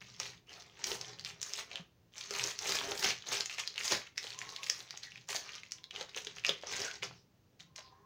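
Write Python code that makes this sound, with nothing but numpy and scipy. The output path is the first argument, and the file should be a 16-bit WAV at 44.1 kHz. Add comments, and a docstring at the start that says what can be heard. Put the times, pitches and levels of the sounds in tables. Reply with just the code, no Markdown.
"""Hard plastic comic cases are handled at a desk in a small room, close to a small microphone.
First a few faint crinkles and one sharp snap with a light knock; then the thin plastic sleeve slides more often.
In the middle, clumps of tiny buckles crackle and larger creases snap thickly; the case rubs, scrapes and knocks.
Later the moves thin out to a faint scrape and a last few snaps. Noise through the desk's resonances booms softly
throughout, decaying noise makes the walls answer, and filtered noise leaves a faint hiss."""
import sys
import numpy as np
from scipy import signal
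from scipy.fft import rfft, irfft, next_fast_len
from scipy.io import wavfile
from scipy.ndimage import uniform_filter1d, map_coordinates

SR = 44100
rng = np.random.default_rng(int(sys.argv[2]) if len(sys.argv) > 2 else 0)


def wrap_up_sound(samples):
    """Save the sound to the file named by the first command line argument, as 16-bit audio."""
    columns = np.atleast_2d(samples).T
    # keep every value between -1 and 1, then stretch to whole-number steps
    tamed = np.clip(columns, -1, 1)
    steps = np.round(tamed * 32767).astype(np.int16)
    wavfile.write(sys.argv[1], SR, steps)


N = 355132
TIME = np.arange(N) / SR  # [s]

# The hands push or pull the sleeve over the case; levels are relative, trimmed in the mix:
# (start [s], length [s], crinkle level [dB], case rubbing level [dB], extra fizz on top [dB])
SLEEVE_STROKES = [(0.0, 0.038, -54, -78, -3), (0.192, 0.096, -50, -57.5, 1), (0.482, 0.13, -56, -62, -1.5),
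                  (0.761, 0.37, -54, -63, -10), (0.855, 0.095, -44.5, -47.5, 9.5),
                  (1.253, 0.038, -50.5, -72, 1), (1.42, 0.19, -50.5, -78, 4), (1.572, 0.036, -46, -62, 3),
                  (1.686, 0.1, -55, -62, -18), (2.139, 0.17, -52, -78, -1), (2.305, 0.2, -41.5, -51.5, 2.5),
                  (2.591, 0.47, -46.5, -50.5, 4.5), (2.659, 0.097, -40, -48.5, 3.5),
                  (2.971, 0.064, -46.5, -65, 12.5), (3.014, 0.086, -35, -45.5, -3),
                  (3.268, 0.14, -42, -53, 0), (3.314, 0.03, -34.5, -46, 2), (3.485, 0.061, -50, -92, 1),
                  (3.577, 0.022, -42, -75, -1), (3.772, 0.18, -45.5, -58.5, 5.5),
                  (3.845, 0.083, -42, -71, 3), (3.904, 0.048, -35, -39.5, -3), (4.165, 0.17, -53, -70, 0),
                  (4.394, 0.16, -53, -62.5, -2), (4.601, 0.22, -52, -67.5, 4.5),
                  (5.033, 0.016, -48, -84, -1), (5.283, 0.097, -44, -60, 7), (5.397, 0.18, -52, -67, -6),
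                  (5.932, 0.088, -48.5, -53, -9), (6.156, 0.028, -45, -57, 3.5),
                  (6.263, 0.056, -54.5, -83, -23), (6.356, 0.037, -53, -65, -7),
                  (6.453, 0.052, -43.5, -53, -8), (6.637, 0.33, -51, -62, -11),
                  (6.709, 0.16, -43.5, -50, -1.5), (7.027, 0.015, -42, -47, -8),
                  (7.592, 0.022, -59.5, -80, -6), (7.758, 0.046, -54.5, -74, -16)]
# Beneath and between the strokes the held sleeve keeps stirring softly:
# (start [s], length [s], crinkle level [dB], case rubbing level [dB], extra fizz on top [dB])
SLEEVE_HOLDS = [(0.0, 0.32, -59, -82.5, -12), (0.617, 0.23, -64.5, -75, -9),
                (0.763, 1.04, -63.5, -67.5, -14), (2.239, 1.834, -57, -72.5, -21),
                (4.201, 0.62, -60.5, -69, -5), (4.801, 0.43, -61, -81, -13), (5.305, 0.48, -64.5, -88, -8),
                (5.918, 1.24, -63.5, -73.5, -19), (7.824, 0.2, -81.5, -77.5, -18)]


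def effort(release_s=0.12, sag_db=2.5, swell_share=0.34, swell_limit_s=0.07, jerk_db=6, jerk_rate=40, jerk_s=0.04):
    """Gains of crinkle, rubbing and fizz: each move swells, eases off and dies away, in small sudden slips."""
    power = np.zeros((3, N))
    for start, length, crinkle_db, case_db, fizz_db in SLEEVE_STROKES + SLEEVE_HOLDS:
        # a longer move gathers speed for longer, up to a limit
        swell = min(swell_share * length, swell_limit_s)
        t = np.arange(int((swell + length + release_s) * SR)) / SR - swell / 2
        rise = np.clip(.5 + t / swell, 0, 1) ** 2
        sag = amp(sag_db * (.5 - np.clip(t / length, 0, 1)))
        release = fade(np.maximum(t - length, 0), release_s)
        shape = rise * sag * release
        for track, db in zip(power, (crinkle_db, case_db, crinkle_db + fizz_db)):
            add(track, start - swell / 2, (amp(db) * shape) ** 2)
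    # the film sticks and slips: jerk_rate slips a second, each decaying with a t60 of jerk_s
    starts = rng.random(N) < jerk_rate / SR
    slips = signal.lfilter([1], [1, -fade(1 / SR, jerk_s)], starts)
    return np.sqrt(power) * unit(amp(jerk_db * np.minimum(slips, 1)))


def crackles(rate, clump_db, spread_db, life, low_hz, high_hz, count=200):
    """Clumps of tiny buckles, each ringing one facet of the film for a few cycles; rms 1."""
    density = rate * unit(amp(clump_db * wobble(45)))  # [buckles per s]
    starts = np.flatnonzero(rng.random(N) < density / SR)
    pitch, size, phase = rng.random((len(starts), 3)).T[:, :, None]
    t = np.arange(count) / SR
    gain = amp(-spread_db * np.log(size + .03))  # many small buckles, few large ones
    hz = low_hz + pitch * (high_hz - low_hz)
    grains = gain * fade(t, life) * np.sin(2 * np.pi * (hz * t + phase))
    places = starts[:, None] + np.arange(count)
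    track = np.bincount(places.ravel(), grains.ravel(), N + count)[:N]
    # the hand feeds in energy steadily, however it is shared among the buckles
    power = np.abs(uniform_filter1d(track ** 2, size=1100))
    return unit(track / np.sqrt(power + power.mean() / 20))


# Tone of the crinkling sleeve: (frequency [Hz], gain [dB])
FILM_TONE = [(290, -31), (500, -1), (950, -1), (1250, 0), (1530, -2), (2070, 2), (3300, 0.5), (6500, 1.5),
             (7400, -9), (8300, -9), (13400, -16.5), (15100, -7), (16200, -22)]


def sleeve(gain, fizz_gain, fizz_hz=7500, crackle_db=-4, tick_db=-3.5, edge_db=-12, slide_db=-9, brisk_db=-47):
    """The film crackles finely, ticks where a larger crease gives way, and hisses as it slides."""
    speed = np.clip(np.sqrt(gain / amp(brisk_db)), .25, 2)  # slow hands: fewer buckles, softer edges
    fine = crackles(rate=1400 * speed, clump_db=4, spread_db=0.5, life=0.0044, low_hz=890, high_hz=7470)
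    coarse = crackles(rate=300 * speed, clump_db=3, spread_db=4.0, life=0.0026, low_hz=1340.0, high_hz=7920)
    edge = unit(np.diff(np.tanh(coarse), prepend=0))  # sharpened larger buckles
    slide = flexed(rng.standard_normal(N), depth_db=-2.5, size=512)
    slide = slide * unit(amp(5.8 * np.tanh(wobble(250))))  # uneven sliding
    film = amp(crackle_db) * unit(coloured(fine, FILM_TONE))
    film += amp(tick_db) * unit(coloured(coarse, FILM_TONE))
    film += amp(edge_db) * speed * unit(coloured(edge, FILM_TONE))
    film += amp(slide_db) * unit(coloured(slide, FILM_TONE))
    film = flexed(film, depth_db=3.0, size=384) * np.std(film)
    # split at fizz_hz so that the top follows its own gain
    body = filtered(film, lambda hz: 1 / (1 + (hz / fizz_hz) ** 10))
    return gain * body + fizz_gain * (film - body)


# Creases that snap, levels before the trim and tone of snaps(): (time [s], peak level [dB], pitch [Hz])
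CREASE_SNAPS = [(0.071, -49, 2740), (0.093, -49, 4500), (0.2002, -18.5, 5790), (0.8419, -14.5, 5300),
                (0.8704, -37, 2560), (0.917, -21, 3330), (1.013, -23.5, 5630), (1.1956, -30, 4320),
                (1.2106, -35, 5000), (1.2487, -23.5, 4630), (1.4157, -23, 6200), (1.4291, -17.5, 6260),
                (1.5356, -19, 5990), (1.715, -34, 2540), (1.7574, -25.5, 3240), (2.1814, -26.5, 5970),
                (2.3085, -21, 5800), (2.396, -21.5, 2450), (2.4395, -16, 5700), (2.4736, -21, 6320),
                (2.59, -20, 5650), (2.7213, -17.5, 4627), (2.7881, -20.5, 3320), (2.9188, -23, 3176),
                (2.9773, -25.5, 4655), (3.0436, -12.5, 5232), (3.0455, -16.5, 3100), (3.1063, -20, 2593),
                (3.32, -28, 5007), (3.3423, -30, 6600), (3.4075, -17.5, 4400), (3.459, -20, 6420),
                (3.4973, -27.5, 2483), (3.599, -25.5, 3005), (3.6756, -19, 4383), (3.7795, -21.5, 2600),
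                (3.8108, -29, 2130), (3.835, -26, 5230), (3.8797, -17, 4540), (4.1788, -20.5, 5220),
                (4.1795, -29, 2082), (4.1854, -27, 5570), (4.3046, -28.5, 4430), (4.3897, -24, 6490),
                (4.4162, -29.5, 1982), (4.563, -24.5, 3775), (4.6418, -27, 4724), (4.6991, -10.5, 5410),
                (4.8048, -31.5, 4050), (4.9077, -25.5, 4510), (4.9748, -27.5, 6400), (5.032, -35, 4210),
                (5.1195, -38, 2615), (5.158, -38, 2260), (5.2885, -24, 6050), (5.307, -29, 2453),
                (5.3295, -30, 2364), (5.3572, -22, 6470), (5.3623, -21.5, 4387), (5.634, -36, 2300),
                (5.72, -21.5, 5760), (5.8411, -34, 3865), (5.9097, -32, 3092), (5.9616, -28, 3010),
                (6.0109, -28, 4006), (6.147, -32.5, 2658), (6.1742, -25.5, 3154), (6.2486, -29, 6080),
                (6.2704, -26, 3350), (6.4486, -17, 2660), (6.4656, -18.5, 5255), (6.4932, -13, 3494),
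                (6.7359, -29.5, 2113), (6.766, -21, 6525), (6.837, -35, 1608), (6.913, -29.5, 2810),
                (7.0258, -29, 2135), (7.0316, -24, 2622), (7.6, -51.5, 1652), (7.7615, -28.5, 5860)]
# Colour of a snap at the microphone: (frequency [Hz], gain [dB])
SNAP_COLOUR = [(100, -14.5), (500, -8.5), (2000, 7.5), (6700, 6), (8000, -3), (13500, -12.5), (15200, -2.5),
               (16500, -11)]


def snaps(creases, snap_db=-3.0, cycles=9, flutter_db=-21, flutter_life=0.023, lead=0.0023, lead_db=-17, flap_db=-16):
    """A crease flips and flutters; that rings its small facet and the film around it."""
    track, t = np.zeros(N), np.arange(SR // 40) / SR
    for s, db, hz in creases:
        force = amp(flutter_db) * rng.standard_normal(len(t)) * fade(t, flutter_life)
        force[0] = 1  # the flip itself
        facet = np.cos(2 * np.pi * hz * t) * fade(t, cycles / hz)
        flap_hz = hz / 2 * np.exp(0.14 * rng.normal())
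        flap = np.cos(2 * np.pi * flap_hz * t) * fade(t, cycles / flap_hz / 2)
        snap = signal.fftconvolve(force, facet + amp(flap_db) * flap)
        snap *= amp(db + snap_db) / np.abs(snap).max()
        add(track, s, snap)
        # a faint copy a few ms earlier softens the attack
        add(track, s - lead * rng.uniform(0.36, 4.3), amp(lead_db) * snap)
    return coloured(track, SNAP_COLOUR)


def small_creases(gain, rate=25, over_db=19, limit_db=-31.5, scatter_db=3):
    """Random light snaps while the film moves, stronger as it crinkles harder: (s, dB before trim, Hz)."""
    rows = []
    for when, size, pitch in rng.random((int(rate * N / SR), 3)):
        stir = gain[int(when * N)]
        if stir > 0:
            db = min(20 * np.log10(stir) + over_db, limit_db)
            db += scatter_db * (2 * size - 1)
            rows.append((when * N / SR, db, 2200 + 3800 * pitch))
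    return rows


# Tone of the rubbed case: (frequency [Hz], gain [dB])
RUB_TONE = [(40, -18.5), (120, -7), (270, -10), (400, -3), (520, -1), (800, -2.5), (1300, -9.5), (1550, -8),
            (2000, -7.5), (3200, -39.5)]
# Resonances of the stiff case, rung by rubs here and by knocks below: (frequency [Hz], width [Hz], gain [dB])
CASE_MODES = [(406.6, 14, 19), (602, 78, 2), (784, 17, -1), (1110, 55, 4), (1221, 40, 9.5), (1850, 34, 6)]


def rubbing(gain, rub_db=-1.5, ring_db=-8, slip_rate=2600, firm_db=-52, damping=0.3):
    """Fingers and film catch and slip on the hollow case, which rings more freely the lighter the grip."""
    slips = rng.standard_normal(N) * (rng.random(N) < slip_rate / SR)  # slip_rate a second
    body = amp(rub_db) * flexed(coloured(slips, RUB_TONE), depth_db=5.5, size=768)
    firm = amp(firm_db)
    freedom = (firm / np.maximum(gain, firm / 20)) ** damping
    ring = unit(ringing(slips, CASE_MODES))
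    return gain * (body + amp(ring_db) * freedom * ring)


def press(t, length, attack, release):
    """Pressure builds, holds until length seconds and is let go, with release as its t60."""
    return np.clip(t / attack, 0, 1) * fade(np.maximum(t - length, 0), release)


# An edge of the case drags and sings; a narrow ring is a squeak, a wide one a scrape. Levels before trim:
# (start [s], length [s], level [dB], centre pitch [Hz], width [Hz])
EDGE_SCRAPES = [(0.46, 0.06, -57, 2530, 497), (1.697, 0.054, -58.5, 706, 108.4),
                (4.28, 0.19, -57, 1038, 70.14), (4.562, 0.049, -56, 1048, 70.14),
                (5.019, 0.052, -57, 1745, 401.7), (5.329, 0.25, -62, 1500, 698.6),
                (5.668, 0.2, -73, 1048, 55.07), (6.824, 0.059, -49, 1604, 220),
                (7.104, 0.095, -68.5, 5390, 1530), (7.643, 0.44, -64, 1041, 52),
                (7.787, 0.095, -64.5, 5420, 1496)]
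# Modes that sing together in a scrape: (multiple of the pitch [ratio], level [dB])
EDGE_MODES = [(0.752, -4.5), (0.911, -5), (1.001, 8), (1.2, -11.5), (1.551, -16)]


def scrapes(scrape_db=-1, swell=0.6, release=0.14, glide=0.023, chatter_db=3.0, wander_rate=26, wander=0.7):
    """Uneven friction keeps case modes ringing; they waver, swell and creep up as the grip tightens."""
    track, t = np.zeros(N), np.arange(SR // 2) / SR

    def drift(rate):
        """A smooth random curve over one scrape, rate knots a second."""
        return map_coordinates(rng.standard_normal(SR // 40), [t * abs(rate)], mode="mirror")

    for start, length, db, hz, width_hz in EDGE_SCRAPES:
        creep = 1 + glide * (np.minimum(t / length, 1) - .5)
        pitch = hz * creep + wander * width_hz / 2 * drift(wander_rate)
        phase = 2 * np.pi * np.cumsum(pitch) / SR
        ring = np.zeros(len(t))
        for ratio, level in EDGE_MODES:
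            # two drifting quadratures make a narrow band of noise around the mode
            mode = drift(width_hz) * np.cos(ratio * phase) + drift(width_hz) * np.sin(ratio * phase)
            ring += amp(level) * mode
        ring *= amp(chatter_db * drift(width_hz))
        ring /= np.std(ring[t < length])
        add(track, start, amp(db + scrape_db) * ring * press(t, length, swell * length, release))
    return track


# The case is tapped, bumped or set down, levels before trim and tone: (time [s], level [dB], knock pitch [Hz])
CASE_KNOCKS = [(0.202, -40, 1250), (0.916, -39.5, 384), (1.796, -39.5, 166), (2.309, -37.5, 448.3),
               (2.813, -34, 1030), (2.882, -36.5, 402.2), (2.92, -36, 402.7), (3.059, -40.5, 210.8),
               (3.32, -40, 786), (3.922, -30.5, 1090), (3.929, -41, 96.5), (3.94, -43, 235),
               (4.245, -43.5, 483), (4.699, -44, 553.8), (4.94, -47.5, 814.3), (5.291, -41, 862),
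               (5.348, -35.5, 694.6), (6.011, -37, 523.6), (6.165, -36.5, 484), (6.268, -43, 420),
               (6.492, -28.5, 506.3), (6.5, -40.5, 170.3), (6.635, -36, 581.3), (7.032, -40.5, 1028),
               (7.11, -46.5, 1400), (7.786, -46.5, 615.3)]


def knocks(knock_db=-2, cycles=12, clatter=0.94, ring_db=-12):
    """Dull blows die within a few cycles in the hands; higher ones clatter more, and all stir the case."""
    track, t = np.zeros(N), np.arange(SR // 6) / SR
    for s, db, hz in CASE_KNOCKS:
        push = np.sin(2 * np.pi * hz * t) * (1 - np.exp(-2 * hz * t))
        rattle = clatter * hz / 600 * rng.standard_normal(len(t))
        add(track, s, amp(db + knock_db) * (push + rattle) * fade(t, cycles / hz))
    dull = coloured(track, [(30, -18.5), (120, -2.0), (1200, 11.0), (4000, -0.5), (9000, -55.5)])
    return dull + amp(ring_db) * ringing(track, CASE_MODES)


# Arms and case lean on the desk: (start [s], length [s], level [dB])
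DESK_LEANS = [(0.0, 0.35, -67.5), (0.927, 0.41, -64), (2.397, 0.065, -57.5), (2.685, 0.035, -59),
              (3.047, 0.089, -61), (4.299, 0.15, -69), (5.11, 0.097, -67), (6.2, 0.29, -75),
              (6.993, 0.14, -61), (7.591, 0.054, -67.5)]
# Resonances of the desk top: (frequency [Hz], width [Hz], gain [dB])
DESK_MODES = [(85, 95, -14), (120.5, 5.4, 5.5), (167, 19, -8)]


def desk(rest_db=-75, attack=0.019, release=0.28):
    """The desk top booms faintly under the resting arms, and more whenever the weight shifts."""
    weight = np.full(N, amp(rest_db))
    for start, length, db in DESK_LEANS:
        weight += amp(db) * press(TIME - start, length, attack, release)
    rumble = coloured(rng.standard_normal(N), [(25, -29.0), (60, -2.0), (190, 3.5), (400, -24.5), (900, -51.0)])
    boom = ringing(rumble, DESK_MODES)
    # level out the boom so that the weight sets its loudness
    power = np.abs(uniform_filter1d(boom ** 2, size=4400))
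    return weight * boom / np.sqrt(power + power.mean() / 10)


# Decay of the walls' answer: (frequency [Hz], t60 [s])
WALL_DECAY = [(150, 0.22), (600, 0.22), (3000, 0.25), (7000, 0.2), (15000, 0.2)]


def room(x, gap=.004, size=4000):
    """The walls answer with decaying noise, drawn afresh for each short overlapping piece."""
    out = np.zeros(N)
    for start in range(0, N, size):
        hz, t, z = signal.stft(rng.standard_normal(SR // 2), SR, nperseg=256)
        tail = signal.istft(z * fade(t, along(WALL_DECAY, hz)[:, None]), SR)[1]
        # the answer comes gap seconds late
        piece = x[start:start + 2 * size]
        piece = piece * np.sin(np.pi * np.arange(len(piece)) / (2 * size))
        add(out, start / SR + gap, signal.fftconvolve(piece, tail / np.linalg.norm(tail)))
    return out


# Tone of the still room and microphone: (frequency [Hz], gain [dB])
QUIET_TONE = [(25, -26.5), (60, -11), (110, -7), (175, -11.5), (250, -15), (420, -17), (600, -21.5),
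              (1500, -30), (6300, -34), (8200, -45), (13500, -45.5), (15300, -34.5), (16500, -34.5)]


def background(level_db=-70):
    """The still room and the hiss of the microphone, as steady filtered noise."""
    return amp(level_db) * unit(coloured(rng.standard_normal(N), QUIET_TONE))


def amp(db):
    """Decibels to gain."""
    return 10 ** (np.asarray(db) / 20)


def unit(x):
    """Scaled to rms 1."""
    return x / np.sqrt(np.mean(x ** 2) + 1e-20)


def fade(t, t60):
    """A decay of 60 dB in t60 seconds."""
    return np.exp(-np.log(1000) * t / t60)


def along(points, hz):
    """(Hz, value) points read on a log axis."""
    f, v = np.transpose(points)
    return np.interp(np.log(hz + 1), np.log(f + 1), v)


def wobble(rate):
    """A smooth random curve, rate knots a second."""
    return map_coordinates(rng.standard_normal(int(N * rate / SR) + 4), [TIME * rate])


def filtered(x, response):
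    """Filter x by a complex response of frequency."""
    size = 2 * next_fast_len(N)
    return irfft(rfft(x, size) * response(np.fft.rfftfreq(size, 1 / SR)))[:N]


def coloured(x, points):
    """Causal filter with the gain of (Hz, dB) points, so that attacks stay sharp."""
    def response(hz):
        """Minimum-phase response, by folding the cepstrum."""
        cepstrum = irfft(np.log(amp(along(points, hz))))
        half = len(cepstrum) // 2
        cepstrum[1:half] *= 2
        cepstrum[half + 1:] = 0
        return np.exp(rfft(cepstrum))
    return filtered(x, response)


def ringing(x, modes):
    """Ring x through resonances given as (Hz, width Hz, dB), with alternating signs."""
    def response(hz):
        """Sum of the band-pass modes."""
        total = 0
        for k, (centre, width, db) in enumerate(modes):
            damped = 1j * hz * width
            total = total + (-1) ** k * amp(db) * damped / (centre * centre - hz * hz + damped)
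        return total
    return filtered(x, response)


def flexed(x, depth_db, size):
    """A sheet that bends shifts its resonances: patches of gain drift over time and frequency; rms 1."""
    z = signal.stft(x, nperseg=size)[2]
    field = uniform_filter1d(rng.standard_normal(z.shape), size=3, axis=0)
    field = uniform_filter1d(field, size=8, axis=1)
    patches = amp(depth_db * np.tanh(unit(field)))
    return unit(signal.istft(z * patches, nperseg=size)[1][:N])


def add(track, s, sound):
    """Mix a sound into a track at time s."""
    part = track[max(round(s * SR), 0):][:len(sound)]
    part += sound[:len(part)]


def scene(rustle_wet_db=-4, snap_wet_db=-7, crinkle_db=-1.5):
    """All the handling sounds in the room, over desk and hiss."""
    crinkle, rub, fizz = effort()
    rustle = amp(crinkle_db) * sleeve(crinkle, fizz)
    rustle = rustle + rubbing(rub) + scrapes() + knocks()
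    clicks = snaps(CREASE_SNAPS + small_creases(crinkle))
    walls = room(amp(rustle_wet_db) * rustle + amp(snap_wet_db) * clicks)
    return (rustle + clicks + walls + desk() + background())[None]


def record(dry, top_hz=16100):
    """A very steep low-pass leaves almost nothing above the band limit."""
    return np.array([filtered(channel, lambda hz: 1 / (1 + (hz / top_hz) ** 120)) for channel in dry])


dry = scene()
out = record(dry)
wrap_up_sound(out)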